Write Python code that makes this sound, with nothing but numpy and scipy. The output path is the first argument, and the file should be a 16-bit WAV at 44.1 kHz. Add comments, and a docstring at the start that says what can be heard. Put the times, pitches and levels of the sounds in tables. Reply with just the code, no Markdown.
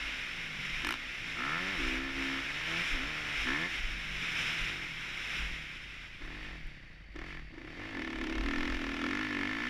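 """A single-cylinder four-stroke motocross bike on a dirt track, heard from the rider's helmet.
From the start the pipe drones with revs and throttle, valves rattle, air and tyres hiss and gusts rumble.
At 0.8 s the bike blips in the air and crackles. It pulls over the rollers: each pull makes the exhaust
bark and the airbox honk, and bumps thump the helmet. From about 4 s it coasts into a bend, grit ticks
on the shell after 6 s, and from about 8 s the engine lugs out of the bend."""
import sys
import numpy as np
from scipy import signal
from scipy.fft import rfft, irfft, next_fast_len
from scipy.io import wavfile
from scipy.ndimage import uniform_filter1d

SR = 44100
rng = np.random.default_rng(int(sys.argv[2]) if len(sys.argv) > 2 else 0)


def file_out(sig):
    """Save sig as 16-bit WAV at sys.argv[1]."""
    # one column per channel
    cols = np.atleast_2d(sig).T
    # limit, then scale
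    lim = np.clip(cols, -1, 1)
    pcm = np.round(lim * 32767).astype(np.int16)
    wavfile.write(sys.argv[1], SR, pcm)


N = 427329
T = np.arange(N) / SR
FFT_SIZE = next_fast_len(N + SR)
FREQ_HZ = np.maximum(np.arange(FFT_SIZE // 2 + 1) * SR / FFT_SIZE, 1e-3)


def undb(db):
    """Decibels to gain."""
    return 10 ** (np.asarray(db) / 20)


def curve(table, column=1, at=T):
    """One column interpolated against the first, by default over time."""
    rows = np.array(table, float)
    return np.interp(at, rows[:, 0], rows[:, column])


def swell(start, length, attack, release):
    """Envelope that rises, holds and falls; times in seconds."""
    return np.clip((T - start) / attack, 0, 1) * np.clip(1 - (T - start - length) / release, 0, 1)


def noise():
    """White noise of unit power."""
    return rng.standard_normal(N)


def wander(rate_hz):
    """Smooth random motion with a spread near 1."""
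    knots = rng.standard_normal(4000)
    return 1.4 * np.interp(T * rate_hz, np.arange(len(knots)), knots)


def modes(table, order=1):
    """Response of (Hz, width Hz, dB) resonances; above order 1 each swells before it fades."""
    return sum(undb(db) / (1 + 1j * (FREQ_HZ / hz - hz / FREQ_HZ) * hz / width) ** order
               for hz, width, db in table)


def colour(spectrum):
    """Causal response through (Hz, dB) points."""
    hz, db = np.transpose(spectrum)
    gain = undb(np.interp(np.log(FREQ_HZ), np.log(hz), db))
    cepstrum = irfft(np.log(gain), FFT_SIZE)
    return np.exp(rfft(2 * cepstrum[:FFT_SIZE // 2], FFT_SIZE) - cepstrum[0])


def through(x, response):
    """Filter that keeps the power of a white input."""
    return irfft(rfft(x, FFT_SIZE) * response, FFT_SIZE)[:N] / np.sqrt(np.mean(abs(response) ** 2))


def steady(x):
    """Hold unit power over a few engine cycles."""
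    window = SR // 10
    power = uniform_filter1d(uniform_filter1d(x * x, window), window)
    return x / np.sqrt(power + 1e-12)


def clicks(times, sizes):
    """Impulses at times in seconds."""
    return np.bincount(np.clip(np.asarray(times) * SR, 0, N).astype(int), sizes, N + 1)[:N]


# Each row: time in seconds, firing rate in Hz.
FIRING_HZ = [(0.0, 69.8), (0.28, 61.1), (0.83, 37.27), (0.94, 66), (1.06, 64.3), (1.34, 53.14),
             (1.61, 91.1), (1.72, 98.8), (1.82, 63.64), (1.97, 65.23), (2.03, 67.2), (2.41, 67.38),
             (2.84, 88.2), (2.98, 62.4), (3.09, 77.6), (3.31, 74.3), (3.48, 62.66), (3.67, 91.75),
             (3.79, 61.57), (4.18, 45.24), (4.44, 38.77), (4.52, 39.74), (4.73, 50.24), (4.99, 35.37),
             (5.28, 27.95), (5.44, 45.3), (5.77, 29.8), (6.18, 26.41), (6.4, 53.47), (6.64, 36.61),
             (7.09, 23.74), (7.3, 49.8), (7.56, 25), (7.89, 56.87), (8.02, 36.06), (8.11, 36.29),
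             (8.39, 35.37), (8.45, 39.93), (8.74, 44.3), (8.84, 39.38), (9.03, 40.68), (9.22, 53.28),
             (9.41, 46.52), (9.58, 56.4), (9.69, 64.7)]


def engine_cycles(revs_hz):
    """Cycle count, whole at each firing. Slow running stumbles; the flywheel evens out fast running."""
    stumble = .008 * (40 / revs_hz) ** 3 * wander(30)
    return np.cumsum(revs_hz) / SR + stumble


def strokes(cycle, phase, scatter_db):
    """One pulse a cycle. The scatter holds at 50 Hz; slower running burns less evenly."""
    chance = rng.standard_normal(1000)
    counts = np.arange(int(cycle[-1]))
    times = np.interp(counts + phase, cycle, T)
    period_s = np.gradient(times)
    uneven_db = scatter_db * (50 * period_s) ** 1.5 * chance[counts]
    return clicks(times, np.sqrt(period_s * SR) * undb(uneven_db))


def puffs(cycle, phase, decay):
    """Unit-power noise that swells and dies once a cycle; phase and decay in cycles."""
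    age = ((cycle - phase) % 1) / decay
    gate = age * np.exp(-age)
    return noise() * gate / np.sqrt(np.mean(gate ** 2))


# Each row: start, length and attack in seconds, opening 0-1, then relative levels in dB of
# exhaust bark, airbox honk, pulse sharpness, spit of gas and upper airbox mode.
THROTTLE_PULLS = [(0.818, 0.12, .03, 0.56, -41.5, -43, -5.5, 3.5, -0.5),
                  (1.347, 0.23, .06, 1, -35.5, -42.5, -10, -19, -2),
                  (1.583, 0.17, .03, 0.9, -44, -39, -2.5, -25, 7),
                  (1.77, 0.33, 0.032, 0.96, -46.5, -38, -3, -18, 1.5),
                  (2.099, .3, 0.09, 0.9, -45.5, -38, -3, -2, -4),
                  (2.41, 0.26, 0.027, 0.65, -50, -52, -4, -5, -1),
                  (2.66, 0.16, 0.052, 0.93, -46.5, -41, -3, -6, 21),
                  (2.906, 0.17, .04, 0.96, -46, -41, -6, -12, -5.5),
                  (3.079, 0.26, .03, 0.75, -47.5, -48.5, -6.5, -10, -9),
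                  (3.438, .13, 0.041, 1, -42, -36, 3, -18, 0),
                  (3.57, 0.092, 0.037, 1, -47, -37, 4.5, -18, 4),
                  (4.63, .24, .04, .2, -66, -52.5, -2, -5, 6),
                  (5.34, 0.23, 0.075, 0.29, -66, -61, 0, -3, 10),
                  (6.191, 0.36, 0.025, 0.42, -59, -52, 2, -4, 1.5),
                  (7.136, 0.089, .02, 0.67, -55.5, -47.5, -1, 0.5, 9),
                  (7.227, .16, 0.029, 0.3, -57, -52.5, 1.5, -4, 3),
                  (7.513, .23, 0.021, 0.47, -64, -48.5, 2, 2, 4),
                  (7.751, .18, 0.041, 1, -58, -46, 4.5, 0, -1),
                  (7.93, 0.29, 0.025, 0.83, -52, -39.5, 2.5, 1, -4),
                  (8.2, 0.26, .03, 1, -48.5, -37, -2.5, 2, -2),
                  (8.452, 0.302, 0.026, 1, -45.5, -35.5, 1, 0.5, -6),
                  (8.761, 0.27, 0.043, 0.99, -46, -38, -4, -1.5, -5.5),
                  (8.991, .27, .06, 1, -42, -35.5, -1, -4.5, -5.5),
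                  (9.272, .23, 0.037, 0.97, -43, -36, 0.5, -5.5, -5.5),
                  (9.5, 0.27, .04, 0.89, -42.5, -40, 0.5, -8, -13)]
BARK, HONK, SHARPNESS, SPIT, UPPER_MODE = range(4, 9)
RELEASE_S = 0.038


def throttle():
    """Throttle opening, 0-1."""
    pulls = sum(opening * swell(start, length, attack, RELEASE_S)
                for start, length, attack, opening, *_ in THROTTLE_PULLS)
    return np.clip(pulls, 0, 1)


def pull_gain(column, crest, arch_db=2):
    """Gain that arches over each pull; crest is the share of the pull where the arch peaks."""
    gain = np.zeros(N)
    for row in THROTTLE_PULLS:
        start, length, attack = row[:3]
        progress = (T - start) / (length + RELEASE_S)
        droop_db = arch_db * np.minimum((2 * (progress - crest)) ** 2, 2)
        gain += undb(row[column] - droop_db) * swell(start, length, attack, RELEASE_S)
    return gain


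def pull_tone(column):
    """Gain that colours each pull, gliding from one to the next."""
    return undb(curve([(row[0] + row[1] / 2, row[column]) for row in THROTTLE_PULLS]))


# Throttle shut. Each row: firing rate in Hz, relative levels in dB of pipe, can, cases and airbox.
COASTING_LEVELS = [(26.88, -61.5, -61.5, -71, -70), (33.6, -56.5, -62.5, -69, -65.5),
                   (45.7, -50, -63.5, -67, -58.5), (56, -55.5, -63, -64, -59), (67, -65.5, -71, -65, -57)]
# Throttle open. Each row: firing rate in Hz, relative dB of pipe, can and cases, idle-turn kick 0-1.
PULLING_LEVELS = [(32.985, -60, -57.5, -52.5, 0.14), (43.02, -59, -54, -51, 0.3),
                  (52, -62, -52.5, -55, 0.1), (66, -54, -64, -55, 0), (82, -46.5, -61, -51, 0.36)]
# Pipe and engine cases. Each row: frequency in Hz, gain in dB.
PIPE_SPECTRUM = [(50, -44.5), (95, -21.5), (122, 3), (143, 6.5), (168, 2.5), (210, -6.5), (300, -10.5),
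                 (500, -49.5), (2000, -86)]
CASES_SPECTRUM = [(150, -47), (380, -4.5), (470, 3), (550, 2.5), (750, 0.5), (900, -2.5), (1300, -2),
                  (5000, -87)]
# Silencer can. Each row: frequency in Hz, width in Hz, gain in dB.
CAN_MODES = [(87.7, 42, 0)]


def drone(cycle, revs_hz):
    """Firings shake pipe, can and cases, burbling at low revs; the idle crank turn kicks too."""
    firing = strokes(cycle, phase=0, scatter_db=1.3)
    idle_turn = strokes(cycle, phase=.5, scatter_db=1.3)
    beat = firing + curve(PULLING_LEVELS, column=4, at=revs_hz) * idle_turn
    burble = (50 / revs_hz) ** 2 * noise()
    pipe = steady(through(beat + .12 * burble, colour(PIPE_SPECTRUM)))
    can = steady(through(firing + .2 * burble, modes(CAN_MODES, order=2)))
    spread = np.exp(-1j * np.pi * FREQ_HZ ** 2 * 6e-6)  # higher tones trail in the frame
    cases = steady(through(beat + .5 * burble, colour(CASES_SPECTRUM) * spread)) * undb(1.5)
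    opening = throttle()
    mix = np.zeros(N)
    for column, part in enumerate((pipe, can, cases), start=1):
        shut_db = curve(COASTING_LEVELS, column, at=revs_hz)
        open_db = curve(PULLING_LEVELS, column, at=revs_hz)
        mix += part * undb((1 - opening) * shut_db + opening * open_db)
    return mix


# Airbox. Each row: frequency in Hz, width in Hz, gain in dB.
AIRBOX_LOW_MODES = [(269.6, 102, 1)]
AIRBOX_HIGH_MODES = [(324, 99, 0)]


def intake(cycle, revs_hz, tuned_hz=67.4, span_hz=20, fade_db=9):
    """The airbox rings low as the valve opens, higher as it shuts; revs past its tuning fade the honk."""
    air = .12 * (50 / revs_hz) ** 1.5 * noise()
    opens = strokes(cycle, phase=.5, scatter_db=.7) + air
    shuts = strokes(cycle, phase=.88, scatter_db=.7) + air
    low = through(opens, modes(AIRBOX_LOW_MODES, order=3))
    high = through(shuts, modes(AIRBOX_HIGH_MODES, order=3)) * pull_tone(UPPER_MODE)
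    detuned = np.clip((revs_hz - tuned_hz) / span_hz, 0, 1)
    honk_gain = pull_gain(HONK, crest=.26) * undb(-fade_db * detuned)
    coast_gain = undb(curve(COASTING_LEVELS, column=4, at=revs_hz))
    return steady(low + high) * np.hypot(honk_gain, coast_gain) * undb(-1.86)


# Valve train. Each row: frequency in Hz, width in Hz, gain in dB.
VALVE_MODES = [(1930, 560, 6), (4530, 520, -6.5)]


def valves(cycle, revs_hz):
    """The valve train rattles on every crank turn, louder with the revs."""
    rattle = through(puffs(2 * cycle, phase=.45, decay=.34), modes(VALVE_MODES, order=2))
    return rattle * undb(-53.5) * (revs_hz / 50) ** 1.13


# Air and tyre hiss. Each row: time in seconds, relative level in dB.
RUSH_DB = [(0, -42.5), (.45, -45), (.8, -42.5), (.98, -46.5), (1.5, -43.5), (1.9, -40.5), (2.06, -45.5),
           (2.25, -41.5), (2.48, -43.5), (2.86, -38.5), (3.13, -44), (3.42, -39), (3.58, -42.5),
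           (3.78, -42), (3.95, -45.5), (4.2, -42.5), (4.36, -38.8), (4.5, -37.5), (4.71, -41), (4.87, -46),
           (5.12, -44.5), (5.38, -41), (5.62, -48), (6.17, -54), (6.45, -52), (6.6, -57), (7.1, -66.5),
           (7.3, -54), (7.48, -65.5), (7.85, -54), (8.3, -53), (8.6, -49), (9.69, -48.5)]
# The hiss and its broad bed. Each row: frequency in Hz, gain in dB.
HISS_SPECTRUM = [(410, -50.5), (700, -22), (1090, -15), (1420, -6), (1760, -4), (1910, -4), (2140, 1),
                 (2470, -0.5), (2700, -3), (3570, -9), (3810, -9.5), (4160, -21), (4900, -26.5),
                 (6370, -66), (10800, -120)]
BED_SPECTRUM = [(40, -12), (100, 10.5), (300, 6), (700, -1), (3000, -11), (5000, -7), (8000, -22.5),
                (15000, -46)]
# Visor edges. Each row: frequency in Hz, width in Hz, gain in dB.
VISOR_MODES = [(5320, 206, -4), (5640, 730, -12), (7010, 550, -17), (8830, 1840, -17), (10520, 810, -20.5),
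               (11900, 600, -20.5)]


def rush():
    """Air and tyres hiss with speed; the visor's edges whistle."""
    flutter = undb(.48 * wander(25) + .32 * wander(90))
    hiss = through(noise(), colour(HISS_SPECTRUM)) * undb(4)
    bed = through(noise(), colour(BED_SPECTRUM)) * undb(-11)
    whistle = through(noise(), modes(VISOR_MODES) * modes([(6050, 1960, 0)]))
    rush_db = curve(RUSH_DB)
    whistle_db = -54 + 1.13 * (rush_db + 42.5)
    return flutter * (undb(rush_db) * (hiss + bed) + undb(whistle_db) * whistle)


# Gusts. Each row: start in seconds, length in seconds, relative level in dB.
WIND_GUSTS = [(-.05, .11, -40), (.64, 0.23, -42), (1.76, 0.22, -36.5), (2.0, 0.22, -44),
              (2.885, 0.18, -39.5), (3.361, 0.15, -38), (3.759, 0.24, -37.5), (4.048, .14, -42),
              (5.366, 0.17, -36), (6.18, 0.51, -44.5), (7.079, 0.39, -44), (8.119, .2, -41),
              (8.335, 0.42, -33), (8.74, .22, -42)]
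# Helmet rumble. Each row: frequency in Hz, gain in dB.
HELMET_SPECTRUM = [(10, -5), (22, 11.5), (33, -7.5), (41, -1), (47, 11), (52, 6), (60, -17.5), (80, -21),
                   (150, -65.5)]


def wind(edge_s=.038):
    """Wind shakes the helmet on its padding, harder in gusts."""
    gusts = sum(undb(db) * swell(start, length, edge_s, edge_s) for start, length, db in WIND_GUSTS)
    lull = undb(-49.5)
    buffet = steady(through(noise(), colour(HELMET_SPECTRUM)))
    return buffet * np.hypot(lull, gusts) * undb(-3)


# Crackle at the pipe mouth. Each row: frequency in Hz, width in Hz, gain in dB.
CRACKLE_MODES = [(9300, 6000, 0)]


def crackle(cycle):
    """The blip in the air is hard enough that each firing cracks at the mouth of the pipe."""
    cracks = through(puffs(cycle, phase=0, decay=.07), modes(CRACKLE_MODES, order=2))
    return cracks * swell(start=.817, length=.1, attack=.05, release=RELEASE_S) * undb(-55)


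# Silencer. Each row: frequency in Hz, width in Hz, gain in dB.
SILENCER_LOW_MODES = [(1333, 290, 3)]
SILENCER_HIGH_MODES = [(1110, 340, 1), (1766, 124, 13.5), (2086, 320, 7.5), (2880, 220, -5),
                       (3400, 250, -7), (4480, 260, -12)]
# Spit of gas. Each row: frequency in Hz, gain in dB.
SPIT_SPECTRUM = [(300, -34), (900, 3.5), (2500, 8.5), (4500, -3.5), (6000, -7.5), (8000, -21.5),
                 (13000, -32), (16000, -47)]


def exhaust(cycle):
    """A pressure pulse and a puff of gas ring the silencer; a sharp pulse wakes more of its modes."""
    blast = strokes(cycle, phase=0, scatter_db=.8) + .38 * puffs(cycle, phase=0, decay=.13)
    lag_s = np.interp(FREQ_HZ, [1400, 2300], [0, .0022])  # upper tones leave later: an upward chirp
    chirp = np.exp(-2j * np.pi * np.cumsum(lag_s) * SR / FFT_SIZE)
    low = through(blast, chirp * modes(SILENCER_LOW_MODES, order=2)) * undb(-3.5)
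    high = through(blast, chirp * modes(SILENCER_HIGH_MODES, order=2)) * undb(3.5)
    spit = through(puffs(cycle, phase=0, decay=.075), colour(SPIT_SPECTRUM))
    return pull_gain(BARK, crest=.59) * (low + pull_tone(SHARPNESS) * high + pull_tone(SPIT) * spit)


# Bumps. Each row: start in seconds, relative level in dB.
TRACK_BUMPS = [(1.835, -34.5), (2.919, -28.5), (3.834, -29.5), (4.608, -30), (6.219, -37), (6.64, -32.5),
               (8.37, -28.5), (8.54, -41), (8.685, -36)]


def bumps(thump_hz=29):
    """Each bump jolts the helmet into a short, low thump."""
    thumps = np.zeros(N)
    for start, db in TRACK_BUMPS:
        age_s = np.maximum(T - start, 0)
        jolt = (age_s / .017 * np.exp(1 - age_s / .016)) ** 2
        thumps -= undb(db) * jolt * np.sin(2 * np.pi * thump_hz * age_s)
    return thumps


# Grit. Each row: time in seconds, relative level in dB.
GRIT_HITS = [(6.2625, -58), (6.6714, -56), (8.2385, -53), (8.4392, -55), (8.7195, -59), (8.8796, -58)]


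def grit():
    """Grit ticks on the helmet's shell."""
    times, db = np.transpose(GRIT_HITS)
    shell = modes([(8760, 5000, 0), (13000, 2500, -3)], order=2)
    return through(clicks(times, undb(db)), shell) * undb(9)


def scene():
    """Mono mix; all engine sounds follow one cycle count."""
    revs_hz = curve(FIRING_HZ)
    cycle = engine_cycles(revs_hz)
    engine = exhaust(cycle) + crackle(cycle) + intake(cycle, revs_hz)
    engine += drone(cycle, revs_hz) + valves(cycle, revs_hz)
    return (engine + rush() + wind() + bumps() + grit())[None]


def record(dry):
    """The helmet camera cuts the treble steeply."""
    cutoff_hz = 15200
    return signal.sosfilt(signal.ellip(10, .2, 80, cutoff_hz, fs=SR, output="sos"), dry)


dry = scene()
out = record(dry)
file_out(out)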